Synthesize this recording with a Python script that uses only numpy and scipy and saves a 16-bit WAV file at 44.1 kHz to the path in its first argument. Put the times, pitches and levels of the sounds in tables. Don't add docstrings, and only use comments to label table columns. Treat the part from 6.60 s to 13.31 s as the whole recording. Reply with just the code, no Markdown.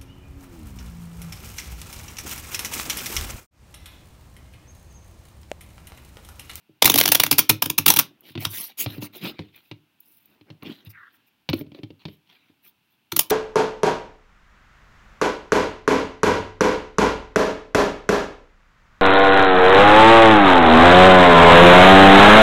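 import sys
import numpy as np
from scipy import signal
from scipy.fft import rfft, irfft
from scipy.io import wavfile
from scipy.ndimage import uniform_filter1d, map_coordinates

SR = 44100
rng = np.random.default_rng(int(sys.argv[2]) if len(sys.argv) > 2 else 0)


def dump(signal):
    limited = np.clip(np.atleast_2d(signal).T, -1, 1)
    pcm = np.round(limited * 32767).astype(np.int16)
    wavfile.write(sys.argv[1], SR, pcm)


N = 295984


def amp(db):
    return 10 ** (np.asarray(db) / 20)


def unit(x):
    return x / np.sqrt(np.mean(x ** 2) + 1e-20)


def along(points, hz):
    f, value = np.transpose(points)
    return np.interp(np.log(hz + 1), np.log(f + 1), value)


def wobble(rate):
    knots = rng.standard_normal(int(N * rate / SR) + 4)
    return map_coordinates(knots, [np.arange(N) * rate / SR])


def add(track, s, sound):
    i = int(np.clip(round(s * SR), 0, N - 1))
    track[i:i + len(sound)] += sound[:N - i]


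def coloured(x, points, size=4096):
    level_db = along(points, np.fft.rfftfreq(size, 1 / SR))
    cepstrum = irfft(np.log(amp(level_db)))
    cepstrum[1:size // 2] *= 2
    cepstrum[size // 2 + 1:] = 0
    response = irfft(np.exp(rfft(cepstrum)))
    return signal.fftconvolve(x, response / np.linalg.norm(response))[:N]


def burst(t, rise, fall, power=1):
    exponent = np.where(t < 0, (t / rise) ** 2, np.abs(t / fall) ** power)
    return np.exp(-exponent) * rng.standard_normal(len(t))


# f/Hz, relative level/dB
FLOOR_SPECTRUM = [(30, -6), (100, 0), (290, 1.5), (500, -14), (900, -4.5), (1150, -10.5), (1500, -7),
                  (1900, -11), (2700, -3), (4500, -14.5), (7500, -24.5), (15500, -16)]


def background(level_db=-69):
    return amp(level_db) * coloured(rng.standard_normal(N), FLOOR_SPECTRUM)


# f/Hz, relative level/dB, t60/s
DESK_MODES = [(101, -5, 0.2), (122, -4.5, .08), (148, -0.5, 0.12), (213, -5.5, .08), (270, -4.5, 0.099),
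              (303.2, -2.5, 0.13), (343, -6, 0.045), (412, -5, 0.048), (574, -13, 0.055), (720, -17, 0.02)]


def thump(vary_db, attack, tilt_db, damping):
    t = np.arange(SR // 4) / SR
    hz, db, t60 = np.transpose(DESK_MODES)[:, :, None]
    strength, detune, phase = rng.standard_normal((3, len(DESK_MODES), 1))
    octaves = np.log2(np.minimum(hz, 420) / hz[0])
    level = db + vary_db * strength + tilt_db * octaves - 60 * damping * t / t60
    pitch = hz * (1 + 0.041 * detune)
    modes = amp(level) * np.sin(2 * np.pi * pitch * t + phase * np.pi)
    ring = np.sum(modes, axis=0) * (1 - np.exp(-t / attack))
    return ring / np.sqrt(np.mean(ring[:SR // 50] ** 2))


# t/s, desk thump level/dB, hardness/(dB per octave), edge clack level/dB
KNOCKS = [(0.092, -53, 5, -79), (1.703, -50.5, 0, -55), (1.753, -32, 1, -35.5), (1.776, -30, -0.5, -34.5),
          (1.855, -31.5, -9, -33), (2.261, -26.5, -2.5, -28.5), (2.381, -32.5, -1.5, -49),
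          (2.424, -33.5, 4.5, -36.5), (2.653, -36, 3.5, -34), (2.791, -32, 3, -36.5),
          (3.113, -39, -1.5, -35.5), (3.811, -53, 3, -56), (3.902, -41, 3.5, -43.5), (4.024, -44.5, 2, -45),
          (4.264, -40.5, -16, -62), (4.8897, -27, -0.5, -22.5), (4.897, -25, -2, -29),
          (4.931, -21, 12, -22.5), (5.01, -32.5, 9.5, -46), (5.065, -44.5, 2, -61), (5.118, -43.5, 6, -52),
          (5.147, -43.5, 16, -47), (5.188, -42, 12, -53), (5.233, -33, 0.5, -39), (5.304, -43.5, 3, -50.5),
          (5.453, -33, 2.5, -34.5), (5.483, -42.5, 10.5, -45), (5.897, -57, 7, -78)]
# f/Hz, relative level/dB
CLACK_SPECTRUM = [(150, -2.5), (500, 2.5), (900, 5), (1600, -6), (2400, 5), (4200, 2), (5500, -11.5),
                  (7500, -30.5), (11000, -28.5), (15500, -29)]


def knocks():
    clacks, desk = np.zeros((2, N))
    t = np.arange(SR // 16) / SR
    for s, thump_db, hardness_db, clack_db in KNOCKS:
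        clack = burst(t - .001, rise=0.0015, fall=0.0042)
        blow = thump(vary_db=2.5, attack=0.0022, tilt_db=hardness_db - 1.2, damping=1.25)
        add(clacks, s, amp(clack_db) * clack)
        add(desk, s, amp(thump_db) * blow)
    return amp(3.5) * coloured(clacks, CLACK_SPECTRUM), amp(0.05) * desk


def nearby(x, first=.004, spread=0.0083, count=14):
    delays = first + spread * rng.random(count) ** 2
    strengths = unit(rng.standard_normal(count)) / np.sqrt(count)
    response = np.bincount((delays * SR).astype(int), strengths)
    return signal.fftconvolve(x, response)[:N]


# f/Hz, t60/s
ROOM_DECAY = [(120, 0.31), (400, .28), (1200, 0.19), (3500, 0.22), (8000, 0.11), (15000, 0.049)]


def room(x, delay=0.0055, count=24):
    wet = np.zeros(N)
    for part in np.array_split(np.arange(N), count):
        hz, t, z = signal.stft(rng.standard_normal(SR // 2), SR, nperseg=256)
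        decay = amp(-60 * t / along(ROOM_DECAY, hz)[:, None])
        tail = signal.istft(z * decay, SR, nperseg=256)[1]
        answer = signal.fftconvolve(x[part], tail / np.linalg.norm(tail))
        add(wet, part[0] / SR + delay, answer)
    return wet


# t/s, snap level/dB, brightness/dB, desk thump level/dB
SNAPS = [(0.2248, -3.5, -9, -30), (0.2466, -12.5, 4, -22), (0.2584, 3, 4, -27), (0.2785, -11, -3, -26),
         (0.3005, -4.5, 4, -22), (0.319, -17, 0.5, -36), (0.3427, -11.5, 3, -20), (0.36, -9.5, 0.5, -26.5),
         (0.379, -11, 6, -32.5), (0.3873, -2.5, 6, -33.5), (0.403, -8.5, 5.5, -31), (0.413, -10, -3, -32),
         (0.438, -14, 3.5, -33), (0.4582, -10, -7.5, -31), (0.4792, -11.5, 3.5, -33),
         (0.4895, -16, 3, -27.5), (0.5214, -1, 7, -31), (0.5503, -12, 6, -36), (0.5546, -8, 0.5, -34),
         (0.6017, -5.5, 3.5, -29), (0.6375, -9, 1.5, -32.5), (0.6664, -16.5, 0, -34.5),
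         (0.715, -4.5, 8.5, -22.5), (0.7294, -12, 0, -31), (0.7851, -6, 4.5, -31.5),
         (0.7924, -3, 7.5, -31.5), (0.8964, -5.5, 7, -21), (0.9006, -5, 0.5, -21.5),
         (1.0249, -9, 3.5, -31.5), (1.0601, -19, 2, -29.5), (1.102, -17, 1.5, -30.5),
         (1.1829, -12.5, 7, -31.5), (1.1871, -11, 1.5, -28), (1.2643, -3, 4, -25.5),
         (1.2826, -2, 9.5, -26.5), (1.288, -8.5, 9, -28), (1.304, -1.5, 5.5, -33.5),
         (1.3398, -17, 10.5, -42.5), (1.3651, -12, 7.5, -31.5), (1.3708, -12, -1.5, -32),
         (1.3912, -4.5, 6, -28.5), (1.3966, -9, 4.5, -42.5), (1.853, -16.5, -12, -36.5),
         (6.5225, -22, -6, -30), (6.5667, -11, 7, -30), (6.594, -2.5, 12.5, -40),
         (6.7018, -22.5, 12, -40.5), (6.7065, -18.5, 2.5, -26)]
# f/Hz, relative level/dB
SNAP_SPECTRUM = [(80, -20.5), (300, -8.5), (620, -8.5), (900, -3), (1300, -6.5), (1800, -9.5), (2400, -2),
                 (2850, -4), (3700, -1.5), (4700, -7.5), (5800, -4.5), (7700, -15.5), (11000, -5),
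                 (15500, -3.5)]
SNAP_RISE_S, SNAP_DECAY_S, SNAP_FALL_POWER = .0019, 0.0027, 1.6
BEND_ECHO, BEND_TRIP_S = .4, (.00015, .0009)


def riffle(lead=.0035, lead_db=-17, landing=0.0011, settle_db=-23, flick_db=-19):
    dull, bright, scrapes, desk = np.zeros((4, N))
    before = .012
    t = np.arange(SR // 7) / SR - before
    for s, db, bright_db, thump_db in SNAPS:
        snap = burst(t + 0.0003, rise=SNAP_RISE_S, fall=SNAP_DECAY_S, power=SNAP_FALL_POWER)
        snap += amp(settle_db) * burst(t - .004, rise=0.0032, fall=0.019)
        snap += amp(flick_db) * burst(t - rng.uniform(0.0053, 0.02), rise=0.0007, fall=0.0025)
        trip = int(rng.uniform(*BEND_TRIP_S) * SR)
        echo = rng.choice([-1, 1]) * BEND_ECHO * np.roll(snap, trip)
        snap = (snap + echo) / np.hypot(1, BEND_ECHO)
        share = 1 / (1 + amp(2 - bright_db) ** 2)
        add(dull, s - before, amp(db) * np.sqrt(2 * (1 - share)) * snap)
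        add(bright, s - before, amp(db) * np.sqrt(2 * share) * snap)
        scrape = burst(t + lead, rise=0.0012, fall=0.001)
        add(scrapes, s - before, amp(db + lead_db) * scrape)
        blow = thump(vary_db=1.5, attack=.0012, tilt_db=4.0, damping=1.1)
        add(desk, s + landing, amp(thump_db) * blow)
    snaps = signal.lfilter(*signal.butter(1, 7500, fs=SR), dull - bright) + bright
    snaps += signal.lfilter(*signal.butter(3, 2600, "highpass", fs=SR), scrapes)
    chatter = amp(3.2 * wobble(1800))
    return amp(3.0) * coloured(snaps * chatter, SNAP_SPECTRUM), amp(-3.0) * desk


FASTEST_AT = 0.44
SPEED_POWER = 1.56


def strokes(rows):
    power = np.zeros((len(rows[0]) - 2, N))
    for start, length, *levels in rows:
        t = np.arange(int(length * SR)) / SR
        progress = np.interp(t, [0, FASTEST_AT * length, length], [0, .5, 1])
        speed = np.abs(np.sin(np.pi * progress))
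        for track, db in zip(power, levels):
            add(track, start, (amp(db) * speed ** SPEED_POWER) ** 2)
    return np.sqrt(power)


def friction(colour, rate, grain_db, flutter_db, patchy_db):
    happens = rng.random(N) < rate / SR
    slips = happens * rng.choice([-1, 1], N) * amp(8 * rng.uniform(-1, 1, N))
    rub = unit(rng.standard_normal(N) + amp(grain_db) * unit(slips))
    z = signal.stft(rub, nperseg=256)[2]
    grip = uniform_filter1d(rng.standard_normal(z.shape), size=3, axis=0)
    grip = uniform_filter1d(grip, size=14, axis=1)
    rub = signal.istft(z * amp(patchy_db * unit(grip)), nperseg=256)[1][:N]
    return unit(coloured(rub, colour) * amp(flutter_db * wobble(140)))


# start t/s, length/s, peak level/dB
DRAGS = [(1.4, 0.42, -62), (1.8, 0.28, -56), (2.17, 0.38, -47), (2.59, .18, -40), (3.62, 0.21, -60.5),
         (3.85, 0.085, -57), (4.0, .16, -42), (4.1, 0.28, -61.5)]
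# start t/s, length/s, peak level of the edges' rasp/dB, peak level of the faces before the touch split/dB
SLIDES = [(1.62, 0.14, -49.5, -52.5), (1.785, 0.1, -38.5, -36), (1.87, .25, -40.5, -29.5),
          (2.05, 0.094, -47.5, -54), (2.17, 0.092, -35, -21.5), (2.235, 0.18, -45, -46.5),
          (2.403, 0.08, -38.5, -33.5), (2.522, 0.1, -42.5, -46.5), (2.6, .13, -32, -39.5),
          (2.69, 0.24, -55, -74), (2.92, 0.11, -55.5, -60), (2.98, 0.16, -66, -63),
          (3.38, .31, -71.5, -54.5), (3.61, 0.19, -67, -65), (4.01, 0.17, -43, -62), (4.06, .2, -53.5, -62),
          (4.245, 0.048, -50, -56), (4.288, 0.039, -61.5, -43), (4.3, .5, -68.5, -83),
          (4.52, .065, -75, -57.5), (4.66, .04, -69, -59), (4.945, 0.091, -51.5, -48),
          (5.13, .085, -57, -68), (5.385, 0.066, -55.5, -74), (5.455, 0.14, -62, -63),
          (5.65, 0.17, -55.5, -71), (5.75, 0.22, -67, -81.5), (6.02, 0.1, -60, -49), (6.29, .08, -74, -68)]
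# f/Hz, relative level/dB
DRAG_SPECTRUM = [(60, -15), (150, -1), (330, 5), (460, -7.5), (650, -8), (900, -10.5), (2000, -15.5),
                 (8000, -43.5)]
RASP_SPECTRUM = [(60, -25), (130, -2.5), (310, 7), (520, -4.5), (900, -2), (1700, -4), (2400, 5.5),
                 (3900, 2.5), (5000, -8.5), (6300, -20), (7800, -30), (15000, -25.5)]
HISS_SPECTRUM = [(2000, -38), (4500, -10), (5800, -5.5), (7800, -14.5), (9500, -7), (11500, -3.5),
                 (15500, -4)]
WHISPER_SPECTRUM = [(2000, -38), (5000, -16), (7500, -31.5), (10000, -17), (11500, -5), (12800, -7),
                    (14500, 1), (15800, -2.5)]
FIRM_DB, FIRM_POWER = -35, .5


def slides():
    edges, faces = strokes(SLIDES)
    weight, = strokes(DRAGS)
    firm = 1 / (1 + (amp(FIRM_DB) / (faces + 1e-9)) ** (2 * FIRM_POWER))
    rasp = friction(RASP_SPECTRUM, rate=350, grain_db=-2, flutter_db=2.0, patchy_db=4.5)
    hiss = friction(HISS_SPECTRUM, rate=1000, grain_db=0, flutter_db=2.0, patchy_db=5.5)
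    whisper = friction(WHISPER_SPECTRUM, rate=1100, grain_db=-3, flutter_db=3.0, patchy_db=4.5)
    drag = friction(DRAG_SPECTRUM, rate=390, grain_db=-4.5, flutter_db=3.0, patchy_db=5.0)
    face_sound = faces * (np.sqrt(firm) * hiss + np.sqrt(1 - firm) * whisper)
    return edges * rasp + face_sound + weight * drag


# t/s, level/dB
TICKS = [(1.607, -44), (1.805, -32), (2.567, -35), (2.684, -35), (2.961, -41), (3.403, -37.5), (3.657, -46),
         (4.031, -43), (4.249, -47), (4.897, -32), (4.939, -31), (4.991, -33)]
# f/Hz, relative level/dB
CORNER_SPECTRUM = [(1000, -38), (4000, -16.5), (8000, -21), (10500, 4), (14000, 14)]


def ticks():
    track = np.zeros(N)
    t = np.arange(SR // 50) / SR
    for s, db in TICKS:
        click = burst(t - .001, rise=.0005, fall=.002)
        add(track, s, amp(db) * click)
    return amp(4.5) * coloured(track, CORNER_SPECTRUM)


SWISH_S, SWISH_DB, SWISH_RISE_S, SWISH_HOLD_S, SWISH_FADE_DB_PER_S = 4.325, -48.5, 0.041, 0.087, 148
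SWISH_FROM_HZ, SWISH_TO_HZ, SWISH_SLOWS_AFTER_S, SWISH_SLOWING_S = 2130, 1560, 0.033, 0.014


def swish(width_hz=400, widening=2.2, flutter_db=3.5):
    t = np.arange(N) / SR - SWISH_S
    speed = (1 - np.tanh((t - SWISH_SLOWS_AFTER_S) / (2 * SWISH_SLOWING_S))) / 2
    hz = SWISH_TO_HZ + (SWISH_FROM_HZ - SWISH_TO_HZ) * speed
    fade_db = SWISH_FADE_DB_PER_S * np.maximum(t - SWISH_HOLD_S, 0)
    db = SWISH_DB - fade_db + flutter_db * wobble(90)
    travel = np.cumsum(2 * width_hz * (hz / SWISH_TO_HZ) ** widening) / SR
    a, b = [map_coordinates(rng.standard_normal(N), [travel], order=1) for _ in range(2)]
    phase = 2 * np.pi * np.cumsum(hz) / SR
    band = unit(a * np.cos(phase) + b * np.sin(phase))
    return np.clip(t / SWISH_RISE_S, 0, 1) * amp(db) * band


def scene():
    floor = background()
    clacks, thumps = knocks()
    snaps, patter = riffle()
    cards = snaps + slides() + ticks() + swish()
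    desk = patter + thumps
    early = amp(-15.5) * nearby(cards + clacks)
    late = room(amp(-20) * cards + amp(-17.0) * clacks + amp(-13.5) * desk)
    return (cards + clacks + desk + early + late + floor)[None]


def record(dry, bass_hz=78, top_hz=15900):
    thin = signal.sosfilt(signal.butter(4, bass_hz, "highpass", fs=SR, output="sos"), dry)
    clipped = thin / (1 + np.abs(thin) ** 10) ** (1 / 10)
    band_limit = signal.ellip(10, .3, 70, top_hz, fs=SR, output="sos")
    return signal.sosfilt(band_limit, clipped)


dry = scene()
out = record(dry)
dump(out)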